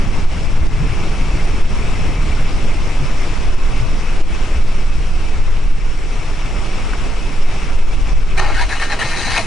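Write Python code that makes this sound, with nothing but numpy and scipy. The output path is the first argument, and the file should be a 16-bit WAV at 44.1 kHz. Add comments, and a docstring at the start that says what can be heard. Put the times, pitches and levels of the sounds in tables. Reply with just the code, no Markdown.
"""Open ground far from a volcano: ash pours out with a steady roar while wind buffets a hand-held camera.
The eruption is coloured noise and dulled grains. Low thumps, some of them from the hand on the camera,
are short swells of tone. The wind is low noise plus slow pressure pushes; the gain control ducks
everything under the strongest. Late on, a hand drags over the camera body in squeaky stick-slip jerks,
then in one long rub: friction grains ring the shell and gliding sines make the squeaks."""
import sys
import numpy as np
from scipy import signal
from scipy.fft import rfft, irfft
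from scipy.io import wavfile
from scipy.ndimage import uniform_filter1d

SR = 44100
rng = np.random.default_rng(int(sys.argv[2]) if len(sys.argv) > 2 else 0)


def waveform_to_disk(signal):
    """Save audio, clipped to [-1, 1], as 16-bit WAV at the path in sys.argv[1]."""
    frames = np.transpose(np.atleast_2d(signal))
    scaled = np.clip(frames, -1, 1) * 32767
    samples = np.round(scaled).astype(np.int16)
    wavfile.write(sys.argv[1], SR, samples)


N = 417186  # length in samples
TIME = np.arange(N) / SR  # s

# Broad rushing roar of the eruption: start_s, level_db
ROAR_LEVEL = [(0, -29.5), (.65, -31), (1.1, -29), (3.35, -29), (3.6, -30.5), (4.55, -30), (4.9, -33),
              (5.3, -31.5), (5.75, -34.5), (6.15, -31.5), (6.7, -29.5), (7.65, -30), (7.8, -30.5),
              (8.3, -31.5)]
# Spectrum of the roar, relative: freq_hz, density_db (per Hz)
ROAR_COLOUR = [(130, -8), (220, -2.5), (386, -2), (540, -6), (1260, -7.5), (1690, -12), (2640, -11),
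               (2860, -12.5), (4140, -19.5), (5530, -18.5), (6290, -23), (7150, -22.5), (10200, -31),
               (13200, -71.5), (22000, -120)]
# Narrow resonances of the microphone housing: freq_hz, width_hz, lift_db
HOUSING_MODES = [(777, 27, 0.5), (2103, 55, 5.5), (2288, 43, 8.5), (2577, 25, 9.5), (2730, 140, 1.5),
                 (5365, 49, 8), (5730, 280, 4), (7900, 120, 1.5), (9860, 300, 3)]
# Force of the eruption, heard as its low rumble: start_s, level_db
RUMBLE_LEVEL = [(0, -22.5), (.42, -27.5), (.85, -23), (1.15, -26), (2.2, -25), (2.65, -27.5), (3.55, -30.5),
                (3.85, -28.5), (4.25, -30.5), (5.5, -31), (5.9, -34), (6.5, -30.5), (7.0, -32.5),
                (8.35, -29.5), (8.75, -36.5), (9.05, -31)]
# Spectrum of the rumble, relative: freq_hz, density_db (per Hz)
RUMBLE_COLOUR = [(38, -35), (65, -2), (146, -7), (220, -15.5), (300, -20), (420, -24), (700, -58.5),
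                 (1200, -120)]
# Low thumps that stand out, some of them from the hand on the camera: centre_s, peak_db, pitch_hz
THUMPS = [(.619, -9.5, 68.5), (.813, -15, 150), (0.93, -17.5, 114), (2.294, -13.5, 60),
          (3.028, -17.5, 139.5), (3.823, -19, 122), (4.579, -12, 57.7), (5.374, -17, 62),
          (8.406, -27.5, 377), (9.059, -27.5, 122), (9.395, -31, 336)]
# Jerks and squeaky slides of the hand; spread is the sigma of the swell, squeak level is relative:
# centre_s, scrape_db, spread_s, squeak_db, pitch_hz, glide_octaves_per_s
SLIPS = [(6.936, -29, 0.0018, -22.5, 1510, -20), (8.382, -21.5, 0.0047, -17, 2366, 13),
         (8.398, -16.5, 0.0035, -20, 796, -10.5), (8.465, -34, 0.034, -26, 813, -0.5),
         (8.591, -30, 0.02, -20, 1590, 2.5), (8.619, -22, 0.012, -19.5, 950, -0.5),
         (8.725, -24.5, 0.0097, -17.5, 1760, -7.5), (8.827, -22.5, 0.0068, -19, 1810, -14.5),
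         (8.927, -21.5, 0.009, -20, 1740, -13), (9.022, -24.5, 0.0088, -15.5, 1820, -4.5),
         (9.378, -20, 0.0091, -19, 2484, -5.5), (9.399, -32, 0.011, -20, 658, -3.5)]
# Rubbing strokes: start_s, length_s, level_db, growth_db (over the stroke), tilt_db (per octave)
STROKES = [(8.377, .022, -24, -3, 1.5), (8.397, 0.098, -24.5, 1, -2), (8.54, 0.088, -27.5, -1, 1),
           (8.687, 0.062, -26, 1, 1.2), (8.795, 0.047, -24, -1, 1), (8.894, 0.037, -24, -1, 0.5),
           (8.988, 0.04, -22, -2, 0.7), (9.039, .34, -27, 6.5, 2)]
# Spectrum of the rubbing, relative: freq_hz, density_db (per Hz)
RUB_COLOUR = [(150, -35), (330, -12.5), (600, -4.5), (850, -3.5), (1700, -4), (2600, -9.5), (3400, -16),
              (4500, -14), (6300, -23), (7100, -24.5), (10200, -28.5), (13000, -66)]
# Ringing of the camera body: freq_hz, width_hz, lift_db
BODY_MODES = [(386, 19, -6), (782, 23, 10), (840, 50, 6), (950, 25, 6), (1615, 43, 8), (1828, 31, 11),
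              (2180, 100, 6.5), (2600, 82, 7), (2900, 50, 8.5), (3890, 160, 8), (4110, 180, 4.5),
              (6440, 260, 8.5)]
# Left-right likeness of the rubbing: freq_hz, likeness (1 = identical)
RUB_SAME = [(60, 0.63), (120, 0.83), (260, 0.89), (530, 0.98), (1100, 0.97), (2270, 1), (4700, 0.7),
            (9720, 0.1)]
# Left-right balance of the rubbing: freq_hz, left_minus_right_db
RUB_SIDE = [(60, -1), (110, -7), (190, 5), (330, 0), (580, 3), (1010, 2), (1780, 2.5), (3140, 4), (5520, 2),
            (9720, 12)]
# Strength of the wind on the microphone, relative: start_s, level_db
BUFFET_LEVEL = [(0, -16.5), (.3, -18.5), (.6, -16.5), (.85, -19), (1.5, -15.5), (1.9, -18.5), (2.3, -17),
                (3.3, -17.5), (3.75, -16), (4.2, -18), (5.7, -15), (6.1, -20), (7.65, -20), (8.15, -13.5),
                (8.55, -15), (8.75, -20.5), (9.45, -25.5)]
# Spectrum of the buffeting, relative: freq_hz, density_db (per Hz)
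BUFFET_COLOUR = [(7.1, -44.5), (12, 4.5), (30, -6), (75, -23.5), (98, -40), (160, -120)]
# Single strong gusts, relative: centre_s, peak_db
GUSTS = [(0.254, 0), (.595, -2.5), (.685, -2.5), (1.62, 0.5), (1.918, -4.5), (2.43, -6), (2.64, -2),
         (3.11, -2), (3.56, 1), (4.232, 3), (4.644, -2), (4.809, -8.5), (4.955, -6), (5.435, -2),
         (5.503, 0.5), (5.719, -3.5), (7.45, 2), (7.76, -2), (7.847, 3.5), (8.191, -1.5)]
# Left-right likeness of the wind and eruption: freq_hz, likeness (1 = identical)
AIR_SAME = [(60, 0.74), (120, 0.97), (260, 0.94), (530, 0.83), (1100, 0.7), (2270, 0.79), (4700, 0.65),
            (9720, 0.69)]
# Left-right balance of the wind and eruption: freq_hz, left_minus_right_db
AIR_SIDE = [(60, -0.5), (110, 1), (190, 2), (330, 0), (580, 3), (1010, 3.5), (1780, 3.5), (3140, 4.0),
            (5520, 2.0), (9720, 0.5)]


def roar(crackle_db=-9.0, darkening=0.039):
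    """A churning rush with fine crackle, darker under a strong rumble, coloured by the microphone housing."""
    crackle = grains(per_s=1500, spread_db=1.5)
    drive = rng.standard_normal((2, N)) + gain_of(crackle_db) * crackle
    rush = colour(drive, ROAR_COLOUR, AIR_SAME, AIR_SIDE, HOUSING_MODES)
    force_db = follow(RUMBLE_LEVEL, TIME)
    tilt_db = -darkening * (force_db - force_db.mean())
    rush = churn(rush, tilt_db, patch_db=1.05, flicker_db=0.5)
    return rush * gain_of(follow(ROAR_LEVEL, TIME))


def rumble():
    """Countless overlapping thuds of the ash column, dulled by distance."""
    thuds = colour(grains(per_s=1500, spread_db=2.0), RUMBLE_COLOUR, AIR_SAME, AIR_SIDE)
    return steadied(thuds, seconds=0.23) * gain_of(follow(RUMBLE_LEVEL, TIME))


def thumps(spread_s=0.016):
    """Each thump is a brief burst of tone that swells and dies at once."""
    out = np.zeros(N)
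    phases = rng.random(len(THUMPS))  # turns
    for (centre_s, peak_db, pitch_hz), phase in zip(THUMPS, phases):
        near = abs(TIME - centre_s) < 4 * spread_s
        t = TIME[near] - centre_s
        swell = np.exp(-(t / spread_s) ** 2 / 2)
        out[near] += gain_of(peak_db) * swell * np.sin(2 * np.pi * (pitch_hz * t + phase))
    return out


def hand(squeak_trim_db=-3.0, waver=0.051):
    """Friction grains ring the camera body; each jerk swells the scrape and lets the skin squeak briefly."""
    power, tilt_db = strokes()
    squeaks = np.zeros(N)
    for centre_s, scrape_db, spread_s, squeak_db, pitch_hz, glide in SLIPS:
        near = abs(TIME - centre_s) < 4 * spread_s
        t = TIME[near] - centre_s
        swell = np.exp(-(t / spread_s) ** 2 / 2)
        power[near] += gain_of(scrape_db) ** 2 * swell
        unsteady = 1 + waver * evened(uniform_filter1d(rng.standard_normal(len(t)), size=60))
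        turns = np.cumsum(pitch_hz * 2 ** (glide * t) * unsteady) / SR
        squeaks[near] += gain_of(squeak_db) * swell * np.sqrt(2) * np.sin(2 * np.pi * turns)
    friction = ring(grains(per_s=4500, spread_db=0.8), ring_db=-3.5, t60=0.1)
    body = colour(friction, RUB_COLOUR, RUB_SAME, RUB_SIDE, BODY_MODES)
    body = steadied(body, seconds=0.021)
    scrape = churn(body, tilt_db, patch_db=2.2, flicker_db=0.0) * np.sqrt(power)
    squeak_side_db = np.array([[1.2], [-1.2]])  # a little to the left
    return scrape + squeaks * gain_of(squeak_trim_db + squeak_side_db)


def strokes(grip_s=0.0046, release_db_per_s=172, thinning=0.081):
    """Power and tilt of the rubbing: a stroke grips, changes in level as it slides, lets go and thins out."""
    power, tilt = np.zeros(N), np.zeros(N)
    for start_s, length_s, level_db, growth_db, tilt_db in STROKES:
        t = TIME - start_s
        grip = np.clip(t / grip_s, 0, 1)
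        slide_db = growth_db * np.clip(t / length_s, 0, 1)
        fade_db = release_db_per_s * np.maximum(t - length_s, 0)
        part = (grip * gain_of(level_db + slide_db - fade_db)) ** 2
        power += part
        # extra dB per octave for each dB faded, up to 20 dB of fade
        tilt += part * (tilt_db + thinning * np.minimum(fade_db, 20))
    return power, tilt / (power + 1e-12)  # tilt averaged by power


def ring(pair, ring_db, t60):
    """The many small, close modes of a plastic shell: a brief dense tail that combs the treble."""
    t = np.arange(SR // 10) / SR
    b, a = signal.butter(1, 2500, "high", fs=SR)
    tail = signal.lfilter(b, a, rng.standard_normal(len(t))) * gain_of(-60 * t / t60)
    rung = signal.oaconvolve(pair, tail[None] / np.linalg.norm(tail), axes=1)[:, :N]
    return evened(pair + gain_of(ring_db) * rung)


def wind(buffet_trim_db=3.5, gust_trim_db=-4.0, gust_s=0.029):
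    """Eddies shake the microphone; a strong gust is one slow push with a suction on either side."""
    eddies = colour(rng.standard_normal((2, N)), BUFFET_COLOUR, AIR_SAME, AIR_SIDE)
    out = steadied(eddies, seconds=0.15) * gain_of(follow(BUFFET_LEVEL, TIME) + buffet_trim_db)
    for centre_s, peak_db in GUSTS:
        u = np.minimum(((TIME - centre_s) / gust_s) ** 2, 100)
        out = out + gain_of(peak_db + gust_trim_db) * (1 - u) * np.exp(-u / 2)
    return out


def grains(per_s, spread_db):
    """Two trains of tiny clicks struck at the same random moments, a few of them large."""
    size = gain_of(spread_db * np.minimum(rng.exponential(1, N), 4))
    struck = rng.random(N) < per_s / SR
    return evened(size * struck * rng.standard_normal((2, N)))


def colour(pair, spectrum, same, side, peaks=()):
    """Two excitations become a coloured, partly alike stereo pair whose middle has rms 1."""
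    hz = np.fft.rfftfreq(N, 1 / SR)
    db = read(spectrum, hz)
    for freq_hz, width_hz, lift_db in peaks:
        db = db + lift_db / (1 + (2 * (hz - freq_hz) / width_hz) ** 2)
    a, b = rfft(pair)
    likeness = np.clip(read(same, hz), -1, 1)
    lean_db = read(side, hz) / 2
    shared, apart = a * np.sqrt(1 + likeness), b * np.sqrt(1 - likeness)
    left = (shared + apart) * gain_of(lean_db)
    right = (shared - apart) * gain_of(-lean_db)
    out = irfft(np.array([left, right]) * gain_of(db), N)
    return out / out.mean(0).std()


def churn(pair, tilt_db, patch_db, flicker_db):
    """Tilts the spectrum (dB per octave), roughens it with drifting patches and flickers all bands together."""
    hz, t, z = signal.stft(pair, SR, nperseg=512, noverlap=384)
    patches = uniform_filter1d(rng.standard_normal((len(t), len(hz))), size=14, axis=0)  # along time
    patches = evened(uniform_filter1d(patches, size=7, axis=1))  # along frequency
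    flicker = evened(uniform_filter1d(rng.standard_normal(len(t)), size=16))
    octaves = np.log2(np.clip(hz, 400, 8000) / 1600)  # the tilt pivots at 1600 Hz
    db = np.interp(t, TIME, tilt_db)[:, None] * octaves
    db = db + patch_db * patches + flicker_db * flicker[:, None]
    return signal.istft(z * gain_of(db.T), SR, nperseg=512, noverlap=384)[1][:, :N]


def steadied(pair, seconds):
    """Holds the level of a noise even over spans longer than the given time."""
    power = uniform_filter1d((pair ** 2).mean(0), max(int(seconds * SR), 2))
    return pair * np.sqrt(power.mean() / (abs(power) + 1e-12))


def gain_of(db):
    """Decibels to amplitude."""
    return 10 ** (np.asarray(db) / 20)


def evened(x):
    """Scales to rms 1."""
    return x / np.sqrt(np.mean(x ** 2) + 1e-20)


def read(points, hz):
    """A spectrum table, joined by lines on a log-frequency axis."""
    f, value = np.transpose(points)
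    return np.interp(np.log(hz + 1), np.log(f + 1), value)


def follow(rows, t):
    """A curve table at the times t."""
    return np.interp(t, *np.transpose(rows))


def scene():
    """Eruption, thumps, hand and wind together."""
    return roar() + rumble() + thumps() + hand() + wind()


def record(dry, threshold_db=-6.0, slope=0.91, recovery_db_per_s=106.0, edge_hz=10350):
    """A fast gain control ducks everything under each pressure peak; then soft overload and the band limit."""
    peak_db = 20 * np.log10(abs(uniform_filter1d(dry, size=40, axis=1)).max(0) + 1e-9)
    fall = TIME * recovery_db_per_s
    held_db = np.maximum.accumulate(peak_db + fall) - fall  # jumps up at once, recovers steadily
    over_db = np.maximum(held_db - threshold_db, 0)
    ducked = dry / gain_of(slope * uniform_filter1d(over_db, size=200))
    rounded = ducked / (1 + (ducked / 0.9) ** 8) ** (1 / 8)
    lowpass = signal.firwin(801, edge_hz, window=("kaiser", 9), fs=SR)
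    return signal.oaconvolve(rounded, lowpass[None], "same", axes=1)


dry = scene()
out = record(dry)
waveform_to_disk(out)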